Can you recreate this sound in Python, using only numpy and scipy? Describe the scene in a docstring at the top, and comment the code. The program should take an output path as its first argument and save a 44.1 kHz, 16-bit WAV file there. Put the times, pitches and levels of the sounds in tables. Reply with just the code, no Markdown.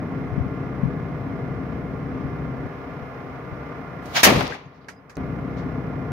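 """Hilltop: a tracked armoured vehicle idles, its diesel built from shaft tones, whines, clatter and pulsed noise.
Filtered noise makes the wind, with low thumps on the left microphone port, and a faint steady hiss.
The cannon fires once: a hissing lead-in, then bands of decaying noise and pressure pulses that overload
the recorder. Noise bursts give echoes, snaps, rings, rustles and clacks around it.
The background bass thins before the shot, its level sinks around the blast, and both snap back."""
import sys
import numpy as np
from scipy import signal
from scipy.fft import rfft, irfft, next_fast_len
from scipy.io import wavfile
from scipy.ndimage import map_coordinates

SR = 44100
rng = np.random.default_rng(int(sys.argv[2]) if len(sys.argv) > 2 else 0)


def dump_mix(stems):
    """Bounce the given channels to the path in sys.argv[1] as a 16-bit WAV at rate SR."""
    frames = np.atleast_2d(stems).T  # one column per channel
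    limited = np.clip(frames, -1, 1)  # hard clip at full scale
    pcm = np.round(limited * 32767).astype(np.int16)
    wavfile.write(sys.argv[1], SR, pcm)


N = 269881


def amp(db):
    """Gain of a level in dB."""
    return 10 ** (np.asarray(db) / 20)


def unit(x):
    """Scale x to rms 1."""
    return x / np.sqrt(np.mean(x ** 2) + 1e-20)


def along(points, hz):
    """Read a curve of (f/Hz, value) points on a log frequency axis."""
    f, value = np.transpose(points)
    return np.interp(np.log(hz + 1), np.log(f + 1), value)


def curves(rows, outside=None):
    """Draw one automation curve, a value per sample, for each column after t/s."""
    s, *columns = np.transpose(rows)
    return [np.interp(np.arange(N) / SR, s, column, outside, outside) for column in columns]


def wobble(rate, step=1):
    """A smooth random curve, rate knots a second, read at every step-th sample."""
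    knots = rng.standard_normal(int(N * rate / SR) + 4)
    coarse = np.arange(0, N + 64, 64)
    smooth = map_coordinates(knots, [coarse * rate / SR])
    return np.interp(np.arange(0, N, step), coarse, smooth)


def filtered(x, response):
    """Shape x with a gain that depends on frequency."""
    m = next_fast_len(x.shape[-1] + 8192)
    return irfft(rfft(x, m) * response(np.fft.rfftfreq(m, 1 / SR)), m)[..., :x.shape[-1]]


def coloured_noise(points):
    """Stereo noise of rms 1 with the colour of (f/Hz, level/dB per Hz) points."""
    return unit(filtered(rng.standard_normal((2, N)), lambda f: amp(along(points, f))))


def ports(a, b, alike):
    """Left and right from two unrelated sounds with a given likeness."""
    turn = np.arccos(np.clip(alike, -1, 1)) / 2
    middle, side = np.cos(turn) * a, np.sin(turn) * b
    return np.array([middle + side, middle - side])


def lean(db):
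    """Left and right gains in dB for a left minus right difference."""
    return np.array([[db / 2], [-db / 2]])


def burst(size, hz, octaves, alike):
    """Stereo noise of rms 1 in a bell-shaped band."""
    bell = lambda f: np.exp(-(np.log2((f + 1) / hz) / octaves) ** 2)
    return unit(ports(*filtered(rng.standard_normal((2, size)), bell), alike))


def add(out, x, s):
    """Mix x into out from time s."""
    part = out[..., round(s * SR):][..., :x.shape[-1]]
    part += x[..., :part.shape[-1]]


# engine roar through the hull, relative colour: [f/Hz, level/dB per Hz]
HULL_COLOUR = [(18, -61.5), (30, -27.5), (51, -11.5), (101, -8), (140, -2), (208, -10.5), (263, -3),
               (353, -17), (460, -12.5), (532, -20), (683, -17.5), (1000, -26.5), (1300, -58), (2200, -120)]
# strongest shaft tones, mostly on multiples of the six firings a turn: [multiple of shaft speed, peak level/dB]
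STRONG_TONES = [(6, -37.5), (9, -41.5), (12, -34.5), (14, -37.5), (15, -38.5), (17, -41), (24, -37),
                (30, -48), (36, -43), (43, -48.5), (45, -46), (60, -49), (65, -47.5)]
SHAFT_HZ, TOP_MULTIPLE = 11.01, 72  # crankshaft turns per s; highest tone
# the other tones: level over the hull colour, random spread, and where they fade out below
WEAK_TONE_DB, WEAK_SCATTER_DB, WEAK_FROM_HZ = -42, 4.5, 140


def tone_levels():
    """Pair each multiple of the shaft speed with a level in dB; weak ones take the colour of the hull."""
    multiples = np.arange(1, TOP_MULTIPLE + 1)
    hz = SHAFT_HZ * multiples
    db = WEAK_TONE_DB + along(HULL_COLOUR, hz) + WEAK_SCATTER_DB * rng.standard_normal(len(hz))
    db -= 10 * np.log10(1 + (WEAK_FROM_HZ / hz) ** 4)
    for multiple, strong_db in STRONG_TONES:
        db[round(multiple) - 1] = strong_db
    return zip(multiples, db)


TONE_STEP = 8  # the shaft tones are low, so every eighth sample carries them


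def shaft_tones(turns):
    """Sines locked to the crankshaft, each drifting a little in phase and level."""
    tones = 0
    for multiple, db in tone_levels():
        phase = 2 * np.pi * (multiple * turns[::TONE_STEP] + rng.random((2, 1)))
        phase = phase + 0.33 * wobble(3.026, TONE_STEP)
        tones = tones + amp(db + 1.3 * wobble(5.5, TONE_STEP)) * np.sin(phase)
    return signal.resample_poly(tones, TONE_STEP, 1, axis=1)[:, :N]


# gear and blower whines, before the port colour: [f/Hz, level/dB rms]
WHINES = [(807.5, -57), (958.2, -56.5), (1066, -55.5), (1190, -56), (1389, -53.5), (1497, -66), (1696, -59),
          (2024, -63), (2074, -62.5), (2132, -60.5), (2256, -71.5), (2428, -66), (3975, -80)]


def whines():
    """Steady gear and blower sines, wavering in phase and level."""
    out, t = np.zeros((2, N)), np.arange(N) / SR
    for hz, db in WHINES:
        phase = 2 * np.pi * (hz * t + rng.random((2, 1))) + 0.64 * wobble(6)
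        out += np.sqrt(2) * amp(db + 1.7 * wobble(6)) * np.sin(phase)
    return out


def clatter(turns):
    """Valves and pistons strike in the same noise pattern on every turn."""
    pattern = rng.standard_normal((2, 4000))
    place = (turns % 1 * pattern.shape[1]).astype(int)
    return filtered(pattern[:, place], lambda f: f > 780)


# whirr of blower and valve gear, relative colour: [f/Hz, level/dB per Hz]
WHIRR_COLOUR = [(590, -33), (1000, -1.5), (1150, 0), (1310, -3.5), (1340, -10), (1420, -2), (1520, -9),
                (1760, -7.5), (1900, -9.5), (2060, -7.5), (2510, -16.5), (2820, -20.5), (4160, -30),
                (4700, -31.5), (5350, -29.5), (7500, -44.5), (9750, -76.5), (16500, -120)]


def roar_and_whirr(turns):
    """Noise pulsing with the firings, plus clatter, split at 1 kHz into hull roar and valve-gear whirr."""
    # three puffs a turn stand out of the six firings
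    third = 3 * 2 * np.pi * turns
    puffs = amp(1.4 * np.cos(third) + 0.35 * np.cos(2 * third) + 0.53 * wobble(12))
    drive = puffs * rng.standard_normal((2, N)) + .6 * clatter(turns)
    roar = unit(filtered(drive, lambda f: amp(along(HULL_COLOUR, f)) * (f < 1000)))
    whirr = unit(filtered(drive, lambda f: amp(along(WHIRR_COLOUR, f)) * (f >= 1000)))
    return amp(-32) * roar + amp(-43.5) * whirr


# likeness of the engine at the two ports: [f/Hz, likeness, clipped to 1]
ENGINE_ALIKE = [(60, 1.3), (180, 0.84), (400, 1.1), (700, 0.57), (1650, .5), (3500, -0.1), (7000, 0.)]
# balance of the engine between the ports: [f/Hz, left minus right level/dB]
ENGINE_LEAN = [(60, 1), (180, 2.5), (550, 4), (1650, -4), (4970, 0), (15000, 1)]


def engine():
    """Tones, whines, roar and whirr of the diesel, spread over the ports by frequency."""
    turns = SHAFT_HZ * np.arange(N) / SR + 0.0039 * wobble(2)  # the governor hunts a little
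    sources = roar_and_whirr(turns) + shaft_tones(turns) + whines()
    m = next_fast_len(N)
    hz = np.fft.rfftfreq(m, 1 / SR)
    both = ports(*rfft(sources, m), along(ENGINE_ALIKE, hz))
    both = both * amp(along(ENGINE_LEAN, hz) * [[.5], [-.5]])
    return irfft(both, m)[:, :N]


# wind thumps on the left port: [t/s, level/dB, f/Hz]
THUMPS = [(.33, -20, 109), (0.382, -9.5, 160), (.413, -11, 91.5), (.467, -15.5, 193), (0.837, -7.5, 183),
          (0.859, -10, 144), (0.884, -19.5, 151), (2.26, -22.5, 70), (2.657, -19, 128.3), (3.03, -18, 109),
          (3.529, -13, 111)]
THUMP_CYCLES = 1.6  # length of a thump


def wind():
    """Lumpy low noise, unlike in the two ports, with short low tone pulses thumping the left."""
    # (f/Hz, level/dB per Hz)
    colour = [(15, -36.5), (40, 1.5), (110, 7.0), (250, -2.5), (500, -28.5), (1500, -120)]
    lumps = amp(3 * np.array([wobble(11), wobble(5.4)]))
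    rumble = filtered(rng.standard_normal((2, N)), lambda f: amp(along(colour, f)))
    out = amp([[-39], [-46]]) * unit(lumps * rumble)
    t = np.arange(-SR // 20, SR // 20) / SR
    for s, db, hz in THUMPS:
        length = THUMP_CYCLES / hz
        # a slow push of air under each flap of the membrane
        push = amp(-9.5) * np.exp(-(t / length) ** 2) * np.sin(2 * np.pi * 45 * t)
        flap = np.exp(-(2 * t / length) ** 2) * np.cos(2 * np.pi * hz * t)
        add(out[0], amp(db) * (push + flap), s + t[0])
    return out


# microphone self-noise, relative colour: [f/Hz, level/dB per Hz]
HISS_COLOUR = [(5500, -41.5), (6800, -7.5), (7800, -2.5), (9500, -3), (12000, 0), (15600, -0.5)]


def microphone_hiss():
    """Steady treble noise of the microphone itself."""
    return amp(-65.5) * coloured_noise(HISS_COLOUR)


# the background sinks around the blast: [t/s, engine and wind level/dB, hiss level/dB]
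SINK = [(4.15, -2.5, -8), (4.23, -2, -13), (4.6, -13.5, -10.5), (4.9, -13.5, -12), (5.169, -13.5, -9)]
THIN_CUT_DB, THIN_CORNER_HZ = -8, 460  # depth and corner of the thin bass
THIN_FROM_S, THIN_TO_S = 2.668, 5.1695


def background():
    """Engine and wind with a stretch of thin bass, plus hiss, all sinking in level around the blast."""
    full = engine() + wind()
    thin = filtered(full, lambda f: amp(THIN_CUT_DB / (1 + (f / THIN_CORNER_HZ) ** 4)))
    t = np.arange(N) / SR
    share = np.clip((t - THIN_FROM_S) / .008, 0, 1) * (t < THIN_TO_S)  # eases in, snaps back
    engine_db, hiss_db = curves(SINK, outside=0)
    return amp(engine_db) * (full + share * (thin - full)) + amp(hiss_db) * microphone_hiss()


# hissing lead-in of the shot: [t/s, level/dB]
LEAD_IN = [(4.02, -63), (4.06, -52), (4.13, -46), (4.148, -31), (4.156, -22.5), (4.168, -15), (4.19, -20.5),
           (4.208, -22), (4.218, -29.5), (4.233, -30), (4.245, -68.5)]
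# relative colour of the lead-in: [f/Hz, level/dB per Hz]
LEAD_COLOUR = [(120, -37.5), (200, -11.5), (421, -18.5), (638, -5), (1270, -7), (1610, -6), (3430, -8.5),
               (7000, -16.5), (9100, -42), (15400, -120)]
FIZZ_DB, FIZZ_GROWS = -13, 0.75  # fizz against the hiss at its peak; its dB per dB of the hiss


def lead_in():
    """Coloured noise riding a drawn level, with a fizz above 7 kHz that moves less than the hiss."""
    level_db, = curves(LEAD_IN, outside=-120)
    fizz_db = FIZZ_DB + (FIZZ_GROWS - 1) * (level_db - level_db.max())
    hiss = coloured_noise(LEAD_COLOUR)
    fizz = unit(filtered(rng.standard_normal((2, N)), lambda f: f > 7000))
    return amp(level_db) * (hiss + amp(fizz_db) * fizz)


BLAST_ALIKE, ALIKE_UP_TO_HZ = 0.99, 430  # only the bass is alike at the two ports


def bass_alike(hz):
    """Likeness of the shot's sounds at the two ports, falling with frequency."""
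    return BLAST_ALIKE / (1 + (hz / ALIKE_UP_TO_HZ) ** 4)


def knock(db, hz, octaves, shape, pan_db):
    """One short burst of noise that rises, holds and dies; shape is (rise s, hold s, t60 s)."""
    t, (rise, hold, t60) = np.arange(SR // 3) / SR, shape
    fall_db = -60 * np.maximum(t - hold, 0) / t60
    snap = 1 + 0.47 * np.exp(-t / (3 * rise))  # the first contact is the sharpest
    envelope = snap * (1 - np.exp(-t / rise)) * amp(db + fall_db + lean(pan_db))
    return envelope * burst(len(t), hz, octaves, alike=max(.13, bass_alike(hz)))


# sharp snaps: [t/s, level/dB, centre f/Hz, width/octaves, t60/s, left minus right level/dB]
SNAPS = [(4.057, -45.5, 5000, 1.5, .059, -6), (4.3, -30, 9000, 1.2, .012, .5),
         (4.4072, -18.5, 600, 1.8, .049, 8), (4.408, -38, 8000, 1.5, .02, 0.5),
         (4.427, -39, 8000, 1.2, .015, 4.5), (4.468, -31, 3680, 0.7, 0.0058, 8),
         (4.477, -35.5, 5000, 1.1, .009, 3), (4.522, -31.5, 1730, .22, 0.087, 14.5),
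         (4.844, -55, 2500, .75, .02, -5), (5.154, -52, 5950, .57, 0.028, -5),
         (5.1686, -47, 5950, 2.2, .004, -2)]
SNAP_RISE_S, SNAP_HOLD_S = .0005, .002


def snaps():
    """Noise bursts with a near-instant rise, each with its own band and decay."""
    out = np.zeros((2, N))
    for s, db, hz, octaves, t60, pan_db in SNAPS:
        add(out, knock(db, hz, octaves, (SNAP_RISE_S, SNAP_HOLD_S, t60), pan_db), s)
    return out


# a small piece of metal rings: [centre t/s, level/dB, f/Hz, length/s]
RINGS = [(4.12, -55, 5000, 0.01), (4.66, -70.5, 6420, 0.01), (4.928, -69, 4990, .015),
         (4.977, -68, 4990, 0.022)]
RING_OCTAVES = .014


def rings():
    """Very narrow noise bands that swell and fade like a faint metal ring."""
    out, t = np.zeros((2, N)), np.arange(SR // 3) / SR
    middle = t[-1] / 2
    for s, db, hz, length in RINGS:
        swell = np.exp(-((t - middle) / length) ** 2)
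        add(out, amp(db) * swell * burst(len(t), hz, RING_OCTAVES, alike=.4), s - middle)
    return out


# colour of the blast and its scattered echoes: [f/Hz, blast level/dB, echo level under the blast/dB]
BLAST_BANDS = [(58, -31.5, -20), (127.8, -25.5, -22), (262, -20.5, -13.5), (526, -15.5, -14),
               (940, -19.5, -7.5), (2040, -13, -12), (3680, -17, -8.5), (5890, -14, -14.5),
               (9050, -17, -11), (12580, -12, -15.5)]
# decay of the scattered echoes: [f/Hz, t60/s]
ECHO_T60 = [(150, 0.82), (1000, 1.43), (3500, 0.89), (6000, 0.57), (12500, .42)]
# balance of the blast: [f/Hz, left minus right level/dB]
BLAST_LEAN = [(200, 4.5), (2000, 1.6), (6000, -0.8), (9000, 3)]
SHOT_S = 4.2305
CRACK_RISE_S, BASS_RISE_S, BASS_UP_TO_HZ = 0.0023, 0.031, 611  # the treble cracks at once, the bass swells late
HOLD_S, HOLD_CYCLES, HOLD_MOST_S = 0.017, 15, .16  # lower bands stay at full level longer
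BASS_T60, TREBLE_T60, T60_TURN_HZ = 0.46, 0.081, 1500  # first drop, t60 in s


def blast():
    """Bands of noise with their own rise and hold: a fast first drop, then scattered echoes."""
    out, t = np.zeros((2, N)), np.arange(SR) / SR
    horizon_db = -12 / (1 + np.exp((.36 - t) / 0.024))  # the nearer slopes stop answering
    slaps_db = 1.3 * wobble(90)[:SR] * np.minimum(t / 0.077, 1)  # echoes come in lumps
    for hz, db, echo_db in BLAST_BANDS:
        rise = CRACK_RISE_S + BASS_RISE_S / (1 + (hz / BASS_UP_TO_HZ) ** 8)
        late = np.maximum(t - min(HOLD_S + HOLD_CYCLES / hz, HOLD_MOST_S), 0)
        t60 = TREBLE_T60 + (BASS_T60 - TREBLE_T60) / (1 + (hz / T60_TURN_HZ) ** 2)
        first_drop = amp(-60 * late / t60)
        # walls and hillside
        echoes = amp(echo_db + horizon_db - 60 * late / along(ECHO_T60, hz))
        level = amp(db + slaps_db + lean(along(BLAST_LEAN, hz)))
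        envelope = (1 - np.exp(-t / rise)) * (first_drop + echoes) * level
        add(out, envelope * burst(SR, hz, octaves=0.64, alike=bass_alike(hz)), SHOT_S)
    return out


# the muzzle's pressure wave and its clearest echo: [t/s, peak level/dB, left minus right level/dB]
SHOCKS = [(4.2332, -3, -0.7), (4.4081, -10, 3)]
SHOCK_S, SHOCK_EDGE_S = .0005, .0001  # length of the push, softness of its front


def shocks():
    """A steep push of air followed by suction."""
    out, t = np.zeros((2, N)), np.arange(SR // 50) / SR
    wave = (1 - t / SHOCK_S) * np.exp(-t / SHOCK_S) * (1 - np.exp(-t / SHOCK_EDGE_S))
    for s, db, pan_db in SHOCKS:
        add(out, amp(db + lean(pan_db)) * wave / wave.max(), s)
    return out


# rounded echoes of the blast: [t/s, level/dB, centre f/Hz, width/octaves, left minus right level/dB]
BOOMS = [(4.265, -20, 197, 0.51, 1), (4.355, -22, 145, 0.57, 3), (4.52, -46, 2080, 1.75, 3),
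         (4.41, -28, 250, 0.54, 3), (4.64, -46, 150, .5, 4)]
BOOM_SHAPE = (.006, 0.029, 0.089)  # (rise s, hold s, t60 s)


def booms():
    """Mostly low noise bursts with a soft rise, as rounded echoes of the blast."""
    out = np.zeros((2, N))
    for s, db, hz, octaves, pan_db in BOOMS:
        add(out, knock(db, hz, octaves, BOOM_SHAPE, pan_db), s)
    return out


# soft treble rustles: [t/s, level/dB, centre f/Hz, width/octaves]
RUSTLES = [(4.739, -71, 4470, .6), (4.806, -68, 4290, 0.34), (5.567, -55, 3880, 0.83)]
RUSTLE_SHAPE = (0.0087, .028, 0.18)  # (rise s, hold s, t60 s)


def rustles():
    """Faint treble noise bursts that rise softly."""
    out = np.zeros((2, N))
    for s, db, hz, octaves in RUSTLES:
        add(out, knock(db, hz, octaves, RUSTLE_SHAPE, pan_db=-1), s)
    return out


# the gun's mechanism clacks: [t/s, level/dB]
CLACKS = [(4.884, -39.5), (5.095, -47.5)]
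# bands of one clack: [centre f/Hz, width/octaves, level/dB against the clack]
CLACK_BANDS = [(400, 1.5, -3), (1512, 0.78, 1), (5800, 1.02, -5)]
CLACK_SHAPE, CLACK_LEAN_DB = (0.0011, 0.0069, 0.13), -2.5  # (rise s, hold s, t60 s); left minus right


def clacks():
    """The gun's mechanism strikes: low, middle and treble noise bursts together."""
    out = np.zeros((2, N))
    for s, db in CLACKS:
        for hz, octaves, band_db in CLACK_BANDS:
            add(out, knock(db + band_db, hz, octaves, CLACK_SHAPE, CLACK_LEAN_DB), s)
    return out


def scene():
    """Everything at the two microphone ports."""
    shot = lead_in() + blast() + shocks() + booms()
    small_sounds = snaps() + rings() + rustles() + clacks()
    return background() + shot + small_sounds


# microphone colour: [f/Hz, level/dB]
MIC_COLOUR = [(20, -16), (45, -7), (80, -0.5), (6600, 0.), (7400, -7), (9500, -6.5), (12500, -4.5),
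              (16000, -6.5)]
TOP_HZ = 15780  # middle of the 200 Hz wide fade at the band limit


def record(dry):
    """Microphone colour, then rounded clipping close to full scale, then the band limit."""
    heard = filtered(dry, lambda f: amp(along(MIC_COLOUR, f)))
    clipped = heard / (1 + np.abs(heard / .97) ** 8) ** (1 / 8)
    return filtered(clipped, lambda f: np.cos(np.pi / 2 * np.clip((f - TOP_HZ) / 200 + .5, 0, 1)) ** 2)


dry = scene()
out = record(dry)
dump_mix(out)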